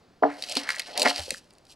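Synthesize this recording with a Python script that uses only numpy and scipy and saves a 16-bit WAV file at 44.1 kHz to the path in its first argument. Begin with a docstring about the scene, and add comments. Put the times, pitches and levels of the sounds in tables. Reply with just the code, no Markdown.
"""Shifting boards in an autumn forest

Long sawn boards are shifted on a pile, a few metres from a small camera with two microphone ports.
Knocks ring decaying board modes, random grains make the boards slide and the dry leaves crunch,
and short noise bursts snap; a board end thuds on the soil as a low decaying sine.
The trunks return the wood sounds as a short noise tail, over a faint hush of shaped noise."""
import sys
import numpy as np
from scipy import signal
from scipy.fft import rfft, irfft
from scipy.io import wavfile
from scipy.ndimage import uniform_filter1d

SR = 44100
rng = np.random.default_rng(int(sys.argv[2]) if len(sys.argv) > 2 else 0)


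def store_pcm(level_fs):
    """Save levels as 16-bit WAV."""
    pcm = np.round(np.clip(level_fs, -1, 1) * 32767).astype(np.int16)
    wavfile.write(sys.argv[1], SR, np.atleast_2d(pcm).T)


N = 77175

# modes of the board that is lifted and dragged: (frequency [Hz], level [dB], full t60 [s])
LIFTED_MODES = [(253, -9, 0.12), (282.6, -13, 0.29), (433, -4.5, 0.032), (522, -6, 0.13),
                (595.7, 0.5, 0.089), (718, 1.5, 0.12), (853.6, 2.5, 0.04)]
# short edge modes that all boards share: (frequency [Hz], level [dB], full t60 [s])
EDGE_MODES = [(1042, 7, 0.015), (1382, 7.5, .02), (1554, 7, 0.018), (1738, 7, 0.033), (1931, 9, 0.034),
              (2176, 13, 0.016), (2620, -1.5, .028)]


def undb(db):
    """Gain of a level in dB."""
    return 10 ** (np.asarray(db) / 20)


def unit(x):
    """Scale to rms 1."""
    return x / np.sqrt(np.mean(x ** 2))


def curve(table, index):
    """A table column in dB as a gain for every sample, at -120 dB outside the table."""
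    rows = np.array(table)
    return undb(np.interp(np.arange(N) / SR, rows[:, 0], rows[:, index], left=-120, right=-120))


def over_frequency(table):
    """Second table column at every spectrum bin, interpolated along log frequency."""
    rows = np.array(table)
    hz = np.arange(N // 2 + 1) * SR / N + 1  # 1 Hz up, so that the log exists
    return np.interp(np.log(hz), np.log(rows[:, 0]), rows[:, 1])


def colour(x, table):
    """Shape a spectrum by (frequency [Hz], gain [dB]) points."""
    return irfft(rfft(x) * undb(over_frequency(table)), N)


def ring(x, hz, t60):
    """One decaying mode struck by x: a complex one-pole resonator."""
    pole = np.exp(2j * np.pi * hz / SR - np.log(1000) / (max(t60, .004) * SR))
    return signal.lfilter([1], [1, -pole], x).imag


def band(x, hz, width_hz):
    """Band-pass with four poles."""
    low_hz = np.sqrt(hz ** 2 + width_hz ** 2 / 4) - width_hz / 2
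    sos = signal.butter(2, [low_hz, low_hz + width_hz], "bandpass", fs=SR, output="sos")
    return signal.sosfilt(sos, x)


def grains(rate, spread_db):
    """Tiny clicks at random times (rate per second), of random sign and uneven size."""
    chance, sign, size = rng.random((3, N))
    size_db = spread_db * np.minimum(-np.log(1 - size), 4)
    return (chance < rate / SR) * np.sign(sign - .5) * undb(size_db)


def place(t, x):
    """x laid at time t in a silent track."""
    out, start = np.zeros(N), int(t * SR)
    out[start:start + len(x)] = x[:N - start]
    return out


def hush():
    """Steady forest air: noise with a falling spectrum."""
    # colour of the air: (frequency [Hz], relative level [dB per Hz])
    air = [(25, -10.5), (200, -5.5), (740, -10.5), (950, -15), (3300, -25.5), (4500, -21.5), (6000, -30),
           (10000, -39.5), (14000, -47)]
    level_db = -60.5
    return undb(level_db) * unit(colour(rng.standard_normal(N), air))


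def trunks(x):
    """Scattered dull echoes off the trunks: x convolved with a decaying noise tail."""
    level_db, t60_s, top_hz, fade_in_s = -18.5, 0.2, 3220, 0.008
    t = np.arange(SR // 2) / SR
    tail = signal.lfilter(*signal.butter(1, top_hz, fs=SR), rng.standard_normal(len(t)))
    tail = tail * undb(-60 * t / t60_s) * np.minimum(t / fade_in_s, 1) ** 2
    tail = tail / np.sqrt(np.sum(tail ** 2))
    return undb(level_db) * signal.fftconvolve(x, tail)[:N]


def thuds():
    """A board end on the soil: a low sine that swells softly and decays."""
    # thuds: (time [s], level ahead of swell and decay [dB], frequency [Hz], t60 [s])
    soil_hits = [(1.191, -26, 81, 0.13), (1.289, -42, 57.4, 0.17)]
    rise_s = 0.017
    t = np.arange(SR // 3) / SR
    out = 0
    for start, db, hz, t60 in soil_hits:
        envelope = undb(db - 60 * t / t60) * (1 - np.exp(-t / rise_s))
        out = out + place(start, envelope * np.sin(2 * np.pi * hz * t))
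    return out


def crunch():
    """Dense leaf grains that come in patches; low and high parts follow their own level."""
    # leaf levels: (time [s], rms level below the split [dB], rms level above it [dB])
    levels = [(.224, -53, -80), (.32, -59, -63), (.40, -53, -57.5), (.43, -45.5, -45.5),
              (.46, -48.5, -52.5), (.52, -33.5, -42.5), (.54, -45.5, -50), (.57, -28.5, -40),
              (.61, -43.5, -46.5), (.66, -47, -60), (.71, -39.5, -44), (.78, -50, -54), (.797, -30, -36),
              (.81, -52.5, -58), (.855, -49.5, -61.5), (.885, -51.5, -54), (.96, -43, -61.5),
              (1.0, -32.5, -34.5), (1.045, -40, -41.5), (1.06, -22.5, -34), (1.10, -33, -37),
              (1.125, -42.5, -50.5), (1.17, -37, -44), (1.21, -46, -47), (1.27, -48.5, -50.5),
              (1.38, -53.5, -48), (1.41, -66.5, -70.5), (1.655, -97.5, -82), (1.70, -60.5, -59.5),
              (1.725, -54, -56), (1.75, -88, -77)]
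    # colour of the leaves: (frequency [Hz], relative level [dB per Hz])
    leaf = [(1500, -41.5), (2600, -7.5), (3100, -7), (3600, -12.5), (4140, -4), (5400, -6.5), (6860, -14.5),
            (8000, -11.5), (11000, -18.5), (16000, -43)]
    split_hz, patch_hz, patch_db = 4890, 159.3, 2.5
    hold = int(SR / patch_hz)  # samples that one patch lasts
    patches = np.repeat(rng.standard_normal(N // hold + 1), hold)
    patches = uniform_filter1d(patches, hold)[:N]
    leaves = colour(grains(rate=5000, spread_db=3.8) * undb(patch_db * patches), leaf)
    low = signal.sosfiltfilt(signal.butter(3, split_hz, fs=SR, output="sos"), leaves)
    high = leaves - low
    return unit(low) * curve(levels, index=1) + unit(high) * curve(levels, index=2)


def snaps():
    """Dry leaves and splinters: a click and a noisy crumble that dies in milliseconds, in three bands."""
    # snaps: (time [s], peak level ahead of the band levels [dB], extra level of the top band [dB])
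    cracks = [(0.4231, -14.5, -18.5), (0.4378, -14, -32), (0.4963, -22, -10.5), (0.5231, -23, -7.5),
              (0.5533, -14.5, -14.5), (.569, -8, -19.5), (0.6898, -16, -16), (0.7034, -15, -15),
              (.760, -30.5, -4.5), (0.7957, -18, -8), (.8184, -24, -21), (0.9761, -9.5, -12),
              (.996, -10, -12), (1.005, -15, -19), (1.0182, -3.5, -16), (1.023, -15, -14),
              (1.0292, -11, -9), (1.102, -10.5, -39), (1.1597, -16.5, -22), (1.18, -16.5, -17),
              (1.1943, -16.5, -18.5), (1.306, -12, -10), (1.3404, -24.5, -16), (1.506, -40.5, -14),
              (1.5285, -58, -3), (1.5355, -51.5, -1.5), (1.551, -47, -16), (1.583, -43.5, -12),
              (1.652, -44, -11.5), (1.667, -41.5, -22), (1.696, -42, -28), (1.7205, -41.5, -33)]
    # bands: (centre [Hz], width [Hz], level [dB])
    bands = [(2820, 1130, -11.5), (4258, 900, -5.5), (7410, 3600, 6)]
    t60_s, click = .011, 1.5
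    t = np.arange(SR // 20) / SR
    rise = np.minimum(.45 + t / .0008, 1)  # full after 0.44 ms
    envelope = undb(-60 * t / t60_s) * rise
    out = 0
    for start, peak_db, top_db in cracks:
        burst = (rng.standard_normal(len(t)) + click * (t == 0)) * envelope
        snap = 0
        for (hz, width_hz, band_db), extra_db in zip(bands, (0, 0, top_db)):
            part = band(burst, hz, width_hz)
            snap = snap + undb(peak_db + extra_db + band_db) * part / np.abs(part).max()
        out = out + place(start, snap)
    return out


def rubbed(modes):
    """Stick-slip clicks along the grain ring each mode; neighbours have opposite sign."""
    shorter = .65  # pressed against the pile, the sliding board rings shorter
    out = 0
    for k, (hz, db, t60) in enumerate(modes):
        clicks = grains(rate=1500, spread_db=2.5)
        out = out + (-1) ** k * undb(db) * ring(clicks, hz, shorter * t60)
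    return unit(out)


def slide():
    """The dragged board: rubbed low and edge modes, each band-passed and on its own level."""
    # drag: (time [s], low modes ahead of the band-pass [dB], edge modes ahead of the band-pass [dB])
    drag = [(.24, -37, -78.5), (.30, -49, -41), (.38, -47.5, -57), (.46, -54.5, -54.5), (.52, -43, -56),
            (.575, -55.5, -43.5), (.63, -47.5, -44.5), (.715, -50.5, -41), (.745, -64, -47.5),
            (.78, -47, -46), (.85, -63, -58), (.89, -44.5, -45.5), (.94, -46.5, -62.5), (.97, -35.5, -39.5),
            (1.01, -29, -51), (1.045, -28.5, -36), (1.065, -25, -23), (1.10, -53, -36.5),
            (1.13, -62, -52.5), (1.195, -36, -42), (1.25, -63, -63), (1.30, -47.5, -57), (1.42, -92, -102)]
    low = band(rubbed(LIFTED_MODES), 661, 1100)
    edge = band(rubbed(EDGE_MODES), 1500, 2000)
    return low * curve(drag, index=1) + edge * curve(drag, index=2)


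def knocks():
    """Each blow is a short push that rings the modes near its centre, neighbours in opposite sign."""
    # knocks: (time [s], peak level [dB], centre of the modes that the blow reaches [Hz])
    blows = [(.2245, -9, 552), (.234, -8.5, 902), (0.2383, -8.5, 745), (.240, -11, 371), (.2505, -10, 599),
             (0.566, -24.5, 329), (.569, -22.5, 980), (.675, -29, 1680), (0.6901, -12.5, 1890),
             (.703, -15.5, 1920), (0.744, -25.5, 1907), (.765, -27.5, 1800), (.797, -23, 2230),
             (1.052, -18.5, 1900), (1.057, -8.5, 1944), (1.055, -19.5, 300), (1.063, -9.5, 878),
             (1.074, -13, 1920), (1.110, -20.5, 1080), (1.282, -34, 530), (1.306, -26.5, 2030),
             (1.318, -33.5, 530), (1.328, -36.5, 261.6), (1.344, -28.5, 1580)]
    # modes of the board that lies on the pile: (frequency [Hz], level [dB], full t60 [s])
    lying_modes = [(153, -13, .35), (288, -1, .2), (446, -2, .13), (627, 0, .13), (714, 1, .07),
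                   (830, -1, .11)]
    lift_s = .5  # from here on the blows ring the lifted board
    contact_cycles, full_reach_oct = 0.47, 0.87
    soft_reach, soft_ring = 1.45, 1.14  # dB per dB: a softer blow reaches fewer modes, rings shorter
    t = np.arange(SR // 3) / SR
    out = 0
    for start, peak_db, centre_hz in blows:
        contact = np.minimum(t * centre_hz / contact_cycles, 1)
        push = band(np.sin(np.pi * contact) ** 2, centre_hz, 1.9 * centre_hz)
        reach_oct = full_reach_oct * undb(soft_reach * (peak_db + 21.5) * (peak_db < -20))
        shorter = undb(soft_ring * min(peak_db + 22, 0))
        modes = (lying_modes if start < lift_s else LIFTED_MODES) + EDGE_MODES
        knock = 0
        for k, (hz, db, t60) in enumerate(modes):
            distance = np.log2(hz / centre_hz) / reach_oct
            gain = undb(db - 7.7 * distance ** 2)
            knock = knock + (-1) ** k * gain * ring(push, hz, shorter * t60)
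        # the push begins one cycle ahead of the listed time
        out = out + place(start - 1 / centre_hz, undb(peak_db) * knock / np.abs(knock).max())
    return out


def scene():
    """Both ports hear the pile alike but for a lead in phase, and a little separate hush and crunch."""
    # phase between the ports: (frequency [Hz], lead of the left port [rad], negative where it lags)
    port_lead = [(60, -.15), (250, -0.45), (600, -0.94), (4000, -0.43), (14000, -0.58)]
    hush_side_db, crunch_side_db = -21.5, -26  # relative to the hush and crunch in the middle
    wood_low_cut = signal.butter(3, 151, "high", fs=SR, output="sos")
    wood = signal.sosfilt(wood_low_cut, knocks() + snaps() + slide())
    mid = wood + trunks(wood) + crunch() + thuds() + hush()
    # a quarter-turned copy, added left and subtracted right, turns the two phases apart
    side = irfft(rfft(mid) * 1j * np.tan(over_frequency(port_lead) / 2), N)
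    side = side + undb(hush_side_db) * hush() + undb(crunch_side_db) * crunch()
    return np.array([mid + side, mid - side])


def record(dry):
    """The camera cuts the top with a steep low-pass."""
    top_hz = 16300
    return signal.sosfilt(signal.ellip(10, .2, 80, top_hz, fs=SR, output="sos"), dry)


dry = scene()
out = record(dry)
store_pcm(out)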